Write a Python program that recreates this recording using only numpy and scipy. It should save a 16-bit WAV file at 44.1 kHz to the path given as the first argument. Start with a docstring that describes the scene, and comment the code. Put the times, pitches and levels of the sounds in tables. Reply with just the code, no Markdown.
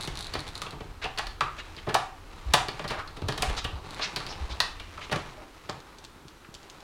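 """A soft rub, a hiss and a low rumble begin, then plastic ticks and knocks as a heavy cat squeezes
through a pet door set in a hollow house door, in a small hard room. Rubs, scrapes and ticks are made of
tiny random slips; knocks are short bursts of contacts that ring the door's parts. The door panel sways
in slow, wavering swings. At the end soft paws land, a last knock has a sharp, bright top, and claws
tick on the wooden floor."""
import sys
import numpy as np
from scipy import signal
from scipy.fft import rfft, irfft
from scipy.io import wavfile

SR = 44100
rng = np.random.default_rng(int(sys.argv[2]) if len(sys.argv) > 2 else 0)


def output_pcm(signal):
    """Save a mono or channel-first signal as 16-bit PCM at the path in sys.argv[1].

    Samples are clipped to [-1, 1] before scaling.
    """
    pcm = np.clip(np.atleast_2d(signal).T, -1, 1) * 32767
    wavfile.write(sys.argv[1], SR, np.round(pcm).astype(np.int16))


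N = 301189  # length of the scene in samples

# The faint, still air of the room. Each row: frequency in Hz, relative level in dB.
AIR_COLOUR = [(12, -24), (20, -23.5), (60, -9), (130, -8), (328, 6.5), (678, -6), (1290, 0), (2020, -8),
              (3950, -12), (11800, -22), (16000, -28)]
AIR_DB = -54.5  # average (rms) level

# How hard the body drags through the opening.
# Each row: time in seconds, relative level of the cloth-like rub in dB, relative level of the fur hiss in dB.
DRAG_LEVELS = [(0.0, -43, -45.5), (0.25, -48.5, -47), (0.61, -45, -47), (0.84, -50.5, -55.5),
               (1.05, -57, -62), (1.22, -58, -50), (1.41, -51, -59), (1.56, -54, -52), (1.94, -52.5, -50.5),
               (2.15, -59, -60), (2.41, -47.5, -50.5), (2.78, -44.5, -48), (3.01, -52, -52),
               (3.23, -45.5, -59), (3.5, -39.5, -38.5), (3.71, -46, -61), (3.94, -42.5, -45.5),
               (4.13, -44, -46), (4.39, -41, -46.5), (4.62, -44.5, -46), (4.81, -57, -53.5),
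               (5.19, -46, -47.5), (5.5, -57.5, -56), (5.95, -50.5, -57.5), (6.24, -61, -64),
               (6.83, -52, -56.5)]
# The rub's spectrum. Each row: frequency in Hz, relative level in dB.
RUB_SPECTRUM = [(100, 1), (160, 4.5), (230, -4), (400, -1.5), (620, -4.5), (850, 1.5), (1300, -3),
                (2200, -42), (4000, -9.5), (16000, -89.5)]
# The fur hiss's spectrum. Each row: frequency in Hz, relative level in dB.
FUR_SPECTRUM = [(600, 6.5), (1500, 11.5), (2500, 11.5), (4300, 3.5), (6000, 0), (10000, -9.5), (16000, -35)]
# How strong the low rumble is. Each row: time in seconds, relative level in dB.
RUMBLE_LEVELS = [(0, -47), (1.1, -46.5), (2.2, -50.5), (2.7, -45), (3.2, -46.5), (3.6, -40.5), (4.0, -54),
                 (4.5, -44.5), (6.0, -59)]
# The rumble's spectrum. Each row: frequency in Hz, relative level in dB.
RUMBLE_SPECTRUM = [(10, -3), (30, 7), (55, 1.5), (70, -1.5), (90, 2), (120, -13), (200, -25), (600, -64)]

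# The strained frame creaks in runs of stick and slip.
# Each row: start in seconds, length in seconds, usual time between slips in seconds, relative level in dB.
CREAK_RUNS = [(.0084, .044, 0.0081, -30.5), (0.1534, .005, .02, -32), (0.172, 0.074, .018, -27),
              (0.2675, .005, .02, -28.5), (.392, .018, 0.01155, -31), (0.478, .015, 0.009, -34.5),
              (.5526, .035, .0234, -29.5), (.707, .005, .02, -34), (3.907, .055, 0.035, -34.5)]
# The spectrum of a tick. Each row: frequency in Hz, relative level in dB.
TICK_SPECTRUM = [(500, -39), (3000, -14.5), (3700, 1.5), (4300, 1.5), (5200, -11), (7500, -14.5),
                 (8700, -13.5), (10000, -13), (11500, -23), (16000, -35)]
SLIP_JITTER, SLIP_SPREAD_DB = 0.06, 1  # slips come unevenly: share of the gap, and level
RELAX_DB_PER_S = 34  # slips weaken as the strain is let out
CRACKLE_DB = -14  # smaller slips, this much weaker, fall anywhere in a run

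# Blows on the door. The chest and one foreleg push through; from 1 s the cat twists from side to side
# under the flap; from 2.5 s the shoulders come free; from 3.1 s the belly sticks and the cat heaves;
# from 4.6 s belly and hips slip out, and the flap drops.
# Each row: time in seconds, part struck, relative strength in dB, extra weight in the bass in dB,
# extra hardness in the treble in dB, chatter length in seconds before stretching.
DOOR_KNOCKS = [ (0.075, "panel", -34, 4, 10.5, 0.0032), (.3365, "frame", -36.5, 4.5, 2, 0.0074),
               (.353, "panel", -23.5, -9, -10, 0.0028), (0.617, "edge", -36.5, 2.5, 13, .0038),
               (0.665, "hinge", -42.5, 1, -2, 0.0037), (0.726, "panel", -32.5, -6, -19, 0.0098),
               (0.805, "sill", -35.5, -2, -7, 0.0059), (1.041, "hinge", -38.5, 4, 3, 0.0071),
               (1.05, "flap", -32, 0, -14, 0.00747), (1.175, "frame", -34.5, -2, -8, 0.0047),
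               (1.183, "flap", -29, -7.5, -1, 0.01), (1.267, "frame", -39.5, 1, -1.5, 0.0073),
               (1.4076, "edge", -21, -14.5, -5, 0.0037), (1.414, "edge", -31, 7.5, -16, 0.0048),
               (1.764, "frame", -50, 12, 0, 0.0084), (1.868, "seat", -28.5, 3.5, -21.5, 0.013),
               (1.888, "seat", -28.5, -7, -4, .012), (1.942, "edge", -28.5, 7, 15, 0.0062),
               (1.949, "flap", -18, -6, -27, 0.0045), (2.536, "edge", -27.5, 4, 21, 0.0042),
               (2.539, "flap", -18.5, 3, -2, 0.0055), (2.684, "frame", -34, 8, -3, 0.0039),
               (2.794, "seat", -32.5, -2.5, -2, .006), (2.841, "seat", -32.5, 0.5, -3.5, 0.00988),
               (2.876, "frame", -48, -5, 12, 0.013), (2.903, "seat", -28.5, -1.5, 1.5, 0.015),
               (2.989, "edge", -34, -12, -7.5, 0.0111), (3.074, "frame", -47, -4, -4, 0.0129),
               (3.163, "panel", -40.5, 1, 5, 0.014), (3.219, "panel", -35, 5.5, -4.5, .005),
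               (3.284, "sill", -24, -6, 4, 0.0079), (3.323, "frame", -39.5, -8, -2.5, 0.0046),
               (3.377, "sill", -34, -5, 12, .0048), (3.421, "seat", -33, 0.5, 23, 0.00731),
               (3.428, "flap", -27, -3, -12, .004), (3.494, "seat", -33.5, -0.5, 2, 0.0077),
               (3.576, "edge", -39, 1, 6, 0.0046), (3.643, "seat", -37.5, -3, 12.5, 0.0042),
               (3.648, "hinge", -35.5, 4, 0.5, 0.0039), (3.992, "seat", -33, -4.5, -4, 0.0092),
               (4.161, "frame", -31, 1.5, 0, 0.00785), (4.202, "edge", -37.5, -2, 0, 0.0059),
               (4.265, "frame", -41, -1, 0, 0.0068), (4.326, "hinge", -47, -5, 1, 0.0025),
               (4.6022, "frame", -20.5, -16, -2.5, 0.0024), (4.797, "hinge", -44.5, -6.5, 5.5, .007),
               (4.975, "edge", -37, -5, -9.5, .011), (5.097, "hinge", -43, 3, -6, 0.0022),
               (5.114, "seat", -27, 0, -0.5, 0.01406), (5.124, "seat", -26, -4.5, 3, .009),
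               (5.159, "sill", -30.5, -3, 3, 0.0039), (5.69, "seat", -30, -3.5, -14, 0.0068)]
# How each part sounds when struck. Panel: the body bumps the hollow door. Sill: a leg bumps the bottom of
# the opening. Seat: the whole pet door shifts in its cut-out. Flap: its face slaps. Edge: the flap's stiff
# edge catches. Hinge: the flap jumps in its pivots. Frame: the loose frame snaps.
# Each row: part name, then door panel level in dB, flap level in dB, frame level in dB, sharp crack level
# in dB, main ring in Hz, height of that ring in dB before its neighbourhood is lowered.
DOOR_PARTS = {"panel": (-0.5, -10, -11, -23, 308, 11), "sill": (2, -7.5, -11.5, -22.5, 420, 4),
              "seat": (-2.5, -2, -10, -22, 618, 4.5), "flap": (-14, 0.5, -4, -13, 748, 16),
              "edge": (-15.5, -1.5, -8.5, -19.5, 1282.5, 14), "hinge": (-4, -3, 1, -18.5, 2850, 10),
              "frame": (-9.5, -7.5, -1, -10, 4516, 14)}
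# Where panel, flap, frame and crack speak. Each row: frequency in Hz.
PART_CENTRES = [300, 1000, 3500, 7500]
# Weight acts below the middle one, hardness above it. Each row: frequency in Hz.
TILT_CENTRES = [297, 941, 9400]
# The colour that every knock shares. Each row: frequency in Hz, relative level in dB.
DOOR_SPECTRUM = [(30, -33), (80, -1.5), (135, 2), (235, -7.5), (300, 0.5), (430, 0), (560, -3), (1150, -3),
                 (1700, -5.5), (2300, -5.5), (4400, -4), (5600, -7), (10000, -11.5), (12500, -21.5),
                 (16000, -24)]
# Narrow modes of panel and flap in every knock. Each row: frequency in Hz, height in dB (a dip if negative).
PANEL_FLAP_MODES = [(137, 6), (435, 3), (592, 4), (759, 6), (998, 2), (1156, 5.5), (1366, 0.5), (1726, 6),
                    (1900, 6), (2088, -9), (2377, 4)]

# The door panel sways when the cat heaves. Each row: start in seconds, level in dB, middle pitch in Hz.
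PANEL_SWAYS = [(0.081, -38, 51), (0.333, -36.5, 79), (1.246, -35, 39.24), (2.451, -26, 55.4),
               (2.795, -40, 130), (3.216, -30, 86.7), (3.466, -24.5, 53), (3.623, -33.5, 60),
               (3.713, -31.5, 55.7), (4.39, -27.5, 60.46), (4.49, -33, 59), (5.11, -33.5, 132)]
SWAY_S = 0.0813  # each sway swells and dies in this time

# Fur and paws slide over plastic and floor. Each row: start in seconds, length in seconds,
# average level in dB before the swell, start pitch in Hz, end pitch in Hz, resonance width in Hz.
SLIDES = [(1.014, 0.041, -35.5, 1670, 1870, 3430), (1.575, .04, -39.5, 1800, 2250, 4060),
          (1.771, 0.0288, -45, 2780, 2800, 2000), (2.873, 0.098, -39.5, 1400, 1400, 3000),
          (2.963, 0.057, -36, 940, 1010, 1570), (3.564, 0.038, -32.5, 4300, 3840, 4500),
          (3.998, 0.079, -34.5, 1730, 2250, 3500), (4.009, 0.05, -31.5, 3260, 6000, 1940),
          (4.284, 0.053, -43, 5440, 4980, 1500), (4.495, 0.045, -42, 3680, 3930, 3000),
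          (5, 0.065, -42, 1990, 2750, 3920), (5.318, .18, -50.5, 415, 494, 920),
          (6.446, 0.0073, -46, 1900, 1860, 1600)]

# Soft pads landing on the floor. Each row: time in seconds, relative level in dB.
PAW_LANDINGS = [(5.597, -54.5), (5.99, -38), (6.16, -37), (6.252, -29.5), (6.488, -32)]
# The spectrum of a pad. Each row: frequency in Hz, relative level in dB.
PAW_SPECTRUM = [(30, -14), (70, 6), (160, 4.5), (330, -2), (700, -22.5), (3000, -38), (16000, -62.5)]
# Bright, hard clicks: the first is the sharp top of the knock at 5.69 s, the others are claws touching
# the wooden floor. Each row: time in seconds, relative level in dB.
HARD_CLICKS = [(5.695, -28), (5.8022, -40), (5.9833, -43), (6.0404, -40), (6.0477, -36.5), (6.2801, -41),
               (6.54, -38), (6.548, -37), (6.6288, -45.5), (6.6977, -37), (6.8034, -45.5)]
# The spectrum of a hard click. Each row: frequency in Hz, relative level in dB.
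CLICK_SPECTRUM = [(500, -6), (2200, -3.5), (3400, 8), (6500, 2), (9000, -9), (15000, -25)]

# How long the room rings. Each row: frequency in Hz, time to fall by 60 dB in seconds.
ROOM_DECAY = [(150, 0.48), (400, 0.3), (1000, 0.43), (2800, 0.39), (4500, 0.307), (7300, 0.37),
              (14000, 0.227)]
# Reflections from floor and near walls. Each row: usual delay in seconds, relative gain.
NEAR_ECHOES = [(.0046, 0.5), (.0088, 0.18), (0.0106, -0.049), (0.015, 0.18)]
WALL_HZ = 8600  # the walls absorb above this
TAIL_DB = -1  # level of the diffuse tail, added to each sound's own setting
EDGE_HZ = 16000  # the sound ends above this


def amp(db):
    """Turns decibels into gain."""
    return 10 ** (np.asarray(db) / 20)


def evened(x):
    """Scales a sound to an average (rms) level of 1."""
    return x / np.sqrt(np.mean(x ** 2) + 1e-20)


def seconds(length):
    """Makes a time axis of this length."""
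    return np.arange(int(length * SR)) / SR


def dying(t, t60):
    """A decay that loses 60 dB in t60 seconds."""
    return np.exp(-np.log(1000) * t / np.maximum(t60, 1e-4))


def read(points, hz):
    """Joins the points of a spectrum on a log-frequency axis."""
    f, value = np.transpose(points)
    return np.interp(np.log(hz + 1), np.log(f + 1), value)


def add(mix, start, sound):
    """Mixes a sound in at its start time, in seconds."""
    part = mix[max(round(start * SR), 0):][:len(sound)]
    part += sound[:len(part)]


def coloured(x, points):
    """Gives a sound a spectrum, at rms 1."""
    gain = amp(read(points, np.fft.rfftfreq(len(x), 1 / SR)))
    return evened(irfft(rfft(x) * gain, len(x)))


def band(x, low_hz, high_hz, order=3):
    """Keeps only the sound between two frequencies."""
    edges = [low_hz, min(high_hz, SR / 2 - 100)]
    return signal.sosfilt(signal.butter(order, edges, "band", fs=SR, output="sos"), x)


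def grains(size, per_s, spread_db):
    """Tiny slips of uneven strength at random moments."""
    strength = rng.standard_normal(size)
    happens = rng.random(size) < per_s / SR
    uneven = amp(spread_db * rng.standard_normal(size))
    return evened(strength * happens * uneven)


def peak(hz, centre_hz, width_hz, height_db):
    """One resonance standing out of a flat spectrum, in dB."""
    distance = 2 * (hz - centre_hz) / width_hz
    return 10 * np.log10(1 + (amp(height_db) ** 2 - 1) / (1 + distance ** 2))


def spot(hz, spread_db, count=48):
    """Each point of contact favours some resonances and misses others, in dB."""
    heights = rng.standard_normal(count)
    uneven = np.interp(np.sqrt(hz / hz[-1]), np.linspace(0, 1, count), heights)
    return spread_db * uneven * hz / (hz + 1200)  # mostly in the treble


def ripple(hz, depth_db=2.0, width_hz=170, from_hz=900):
    """Each blow wakes its own mix of the plastic's many upper modes, in dB."""
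    heights = rng.standard_normal(256)
    uneven = np.interp(hz / width_hz, np.arange(len(heights)), heights)
    return depth_db * uneven * hz / (hz + from_hz)


def struck(gain_db):
    """How a damped body with this spectrum answers a blow: nothing sounds before it is hit."""
    log_gain = np.log(amp(np.concatenate([gain_db, gain_db[-2:0:-1]])))
    causal = np.exp(np.conj(signal.hilbert(log_gain)))  # minimum phase
    return irfft(causal[:len(gain_db)])


def chatter(length, first, rounds=6, bite=0.15, lumpy_db=4):
    """A burst of tiny contacts that bites and dies, of unit energy and with no pitch of its own."""
    t = seconds(0.06)
    length = np.clip(length, 0.0003, 0.02)
    rise = 1 - (1 - first) * np.exp(-t / (bite * length))  # starts at the share "first"
    fade = np.exp(-t / length) * rise
    clump_times = t[::48]
    fade *= amp(lumpy_db * np.interp(t, clump_times, rng.standard_normal(len(clump_times))))
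    burst = rng.standard_normal(len(t)) * fade
    for _ in range(rounds):  # even out the spectrum while keeping the burst short
        flat = irfft(np.exp(1j * np.angle(rfft(burst))), len(t))
        burst = flat * np.minimum(2 * fade, 1)
    return burst / np.linalg.norm(burst)


def room(x, wet_db, early_db, build_s=0.00067):
    """A few near reflections, then a diffuse tail that dies at its own rate at each pitch."""
    hz, t, z = signal.stft(rng.standard_normal(SR // 2), SR, nperseg=256)
    z = z / np.sqrt(1 + (hz[:, None] / WALL_HZ) ** 2)  # the walls return less treble
    fading = z * dying(t, read(ROOM_DECAY, hz)[:, None])
    tail = signal.istft(fading, SR, nperseg=256)[1]
    tail *= 1 - np.exp(-(np.arange(len(tail)) / SR / build_s) ** 2)  # the tail builds up
    tail *= amp(wet_db + TAIL_DB) / np.linalg.norm(tail)
    for delay, gain in NEAR_ECHOES:
        varied_delay = delay * rng.uniform(0.9, 1.1)
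        tail[int(varied_delay * SR)] += gain * amp(early_db)
    tail[0] += 1  # the direct sound
    return signal.fftconvolve(x, tail)


def taps(rows, colour, length, wet_db, early_db, gain_db, spot_db=3):
    """Small single contacts of one kind, each coloured by where it lands."""
    out, hz = np.zeros(N), np.fft.rfftfreq(4096, 1 / SR)
    for start, db in rows:
        body = struck(read(colour, hz) + spot(hz, spot_db))
        tap = signal.fftconvolve(chatter(length, first=1), body)
        tap /= abs(tap).max()
        add(out, start + 0.001044, amp(db + gain_db) * room(tap, wet_db, early_db))
    return out


def still_air():
    """The quiet room: steady random noise with a soft spectrum."""
    return amp(AIR_DB) * coloured(rng.standard_normal(N), AIR_COLOUR)


def rubbing(rub_db=-2, fur_db=-2, rumble_db=1, patchy_db=2):
    """The body drags through the frame in small uneven pushes; many tiny slips rub and hiss over a rumble."""
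    times, *levels = np.transpose(DRAG_LEVELS)
    t = np.arange(N) / SR
    rub_level, fur_level = (np.interp(t, times, level) for level in levels)
    rumble_level = np.interp(t, *np.transpose(RUMBLE_LEVELS))
    pushes_db = patchy_db * np.interp(t, np.linspace(0, t[-1], 300), rng.standard_normal(300))
    rub = amp(rub_level + rub_db + pushes_db) * coloured(grains(N, 2500, 0.74), RUB_SPECTRUM)
    hiss = amp(fur_level + fur_db + pushes_db) * coloured(grains(N, 3000, 1.3), FUR_SPECTRUM)
    rumble = amp(rumble_level + rumble_db) * coloured(rng.standard_normal(N), RUMBLE_SPECTRUM)
    return rub + hiss + rumble


def ticks(count=12):
    """The frame creaks in runs of slips, with finer crackle between; they ring only its small, stiff parts."""
    slips = []
    for start, length, gap, db in CREAK_RUNS:
        early_or_late, uneven = rng.standard_normal((2, count))
        waits = gap * (1 + SLIP_JITTER * early_or_late)
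        t = np.cumsum(waits) - waits[0]  # the first slip comes at once
        levels_db = db - RELAX_DB_PER_S * t + SLIP_SPREAD_DB * uneven
        levels_db = levels_db[t < length]  # keep only slips inside the run
        slips += list(zip(start + t, levels_db))
        crackle_times = start + length * rng.random(count)
        slips += list(zip(crackle_times, levels_db + CRACKLE_DB))
    return taps(slips, TICK_SPECTRUM, length=0.00105, wet_db=-6.5, early_db=-3.5, gain_db=5)


def knocks(gain_db=42.0, ring_width=0.15, mode_width_hz=30, split_hz=2400, slow=1.54, fast=0.794,
           lag=0.1928, first=0.377, wet_db=-4, early_db=-2):
    """Plastic chatters on plastic: treble is over at once, the bending flap and panel follow and take longer."""
    out, hz = np.zeros(N), np.fft.rfftfreq(4096, 1 / SR)
    low_share = 1 / (1 + (hz / split_hz) ** 4)
    modes_db = sum(peak(hz, f, mode_width_hz, db) for f, db in PANEL_FLAP_MODES)
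    door_db = read(DOOR_SPECTRUM, hz) + modes_db
    for start, part, db, weight_db, hardness_db, length in DOOR_KNOCKS:
        *levels_db, ring_hz, ring_db = DOOR_PARTS[part]
        colour_db = door_db + read(list(zip(PART_CENTRES, levels_db)), hz)
        colour_db += peak(hz, ring_hz, ring_width * ring_hz, ring_db)
        # the ring draws on its neighbours
        colour_db -= ring_db / 2 * np.exp(-2 * np.log((hz + 1) / ring_hz) ** 2)
        tilt_db = read(list(zip(TILT_CENTRES, [weight_db, 0, hardness_db])), hz)
        colour_db += db + tilt_db + ripple(hz)
        knock = np.zeros(SR // 5)
        for share, stretch, delay in [(low_share, slow, lag * length), (1 - low_share, fast, 0)]:
            contacts = chatter(length * stretch, first)
            body = struck(colour_db + 10 * np.log10(share + 1e-6))
            add(knock, delay, signal.fftconvolve(contacts, body))
        add(out, start, amp(gain_db) * room(knock, wet_db, early_db))
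    return out


def sways(waver=0.32):
    """Slow, uneven swings of the whole panel: low tones whose pitch wavers."""
    out, t = np.zeros(N), seconds(SWAY_S)
    for start, db, hz in PANEL_SWAYS:
        drift = np.interp(t, np.linspace(0, SWAY_S, 6), rng.standard_normal(6))
        speed_hz = hz * (1 + waver * drift)
        swing = np.sin(2 * np.pi * np.cumsum(speed_hz) / SR)
        add(out, start, amp(db) * swing * signal.windows.tukey(len(t), 0.7))
    return out


def scrapes(swell=0.95):
    """Dense slips through a broad resonance that follows the sliding speed; each swells, then lets go."""
    out = np.zeros(N)
    for start, length, db, start_hz, end_hz, width_hz in SLIDES:
        t = seconds(length)
        pitch_hz = np.linspace(start_hz, end_hz, len(t))
        turn = np.exp(2j * np.pi * np.cumsum(pitch_hz) / SR)
        r = np.exp(-np.pi * width_hz / SR)
        # turn the slips down to 0 Hz, smooth them there, and turn them back up to the moving pitch
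        smooth = signal.lfilter([1], np.poly([r, r]), grains(len(t), 7000, 1) / turn)
        slide = evened(band((turn * smooth).real, 200, 6020, order=2))
        add(out, start, amp(db) * slide * np.sin(np.pi * (t / length) ** swell))
    return out


def paw_pads():
    """Soft pads land on the floor: brief, dull contacts."""
    return taps(PAW_LANDINGS, PAW_SPECTRUM, length=0.0022, wet_db=-5.5, early_db=-16, gain_db=-7.0)


def hard_clicks():
    """Brief, bright contacts: first the sharp top of the knock at 5.69 s, then claws on the floor."""
    return taps(HARD_CLICKS, CLICK_SPECTRUM, length=0.0035, wet_db=-8, early_db=-1, gain_db=4.5)


def scene():
    """The pet door, the cat and the still air of the room, in one channel."""
    sliding = room(scrapes(), wet_db=-6.5, early_db=-1)[:N]
    mix = still_air() + rubbing() + ticks() + knocks() + sways() + sliding + paw_pads() + hard_clicks()
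    return mix[None]


def record(dry):
    """Takes away the highest treble with a steep low-pass filter."""
    low_pass = signal.firwin(511, EDGE_HZ, window=("kaiser", 9), fs=SR)
    return signal.oaconvolve(dry, low_pass[None], "same")


dry = scene()
out = record(dry)
output_pcm(out)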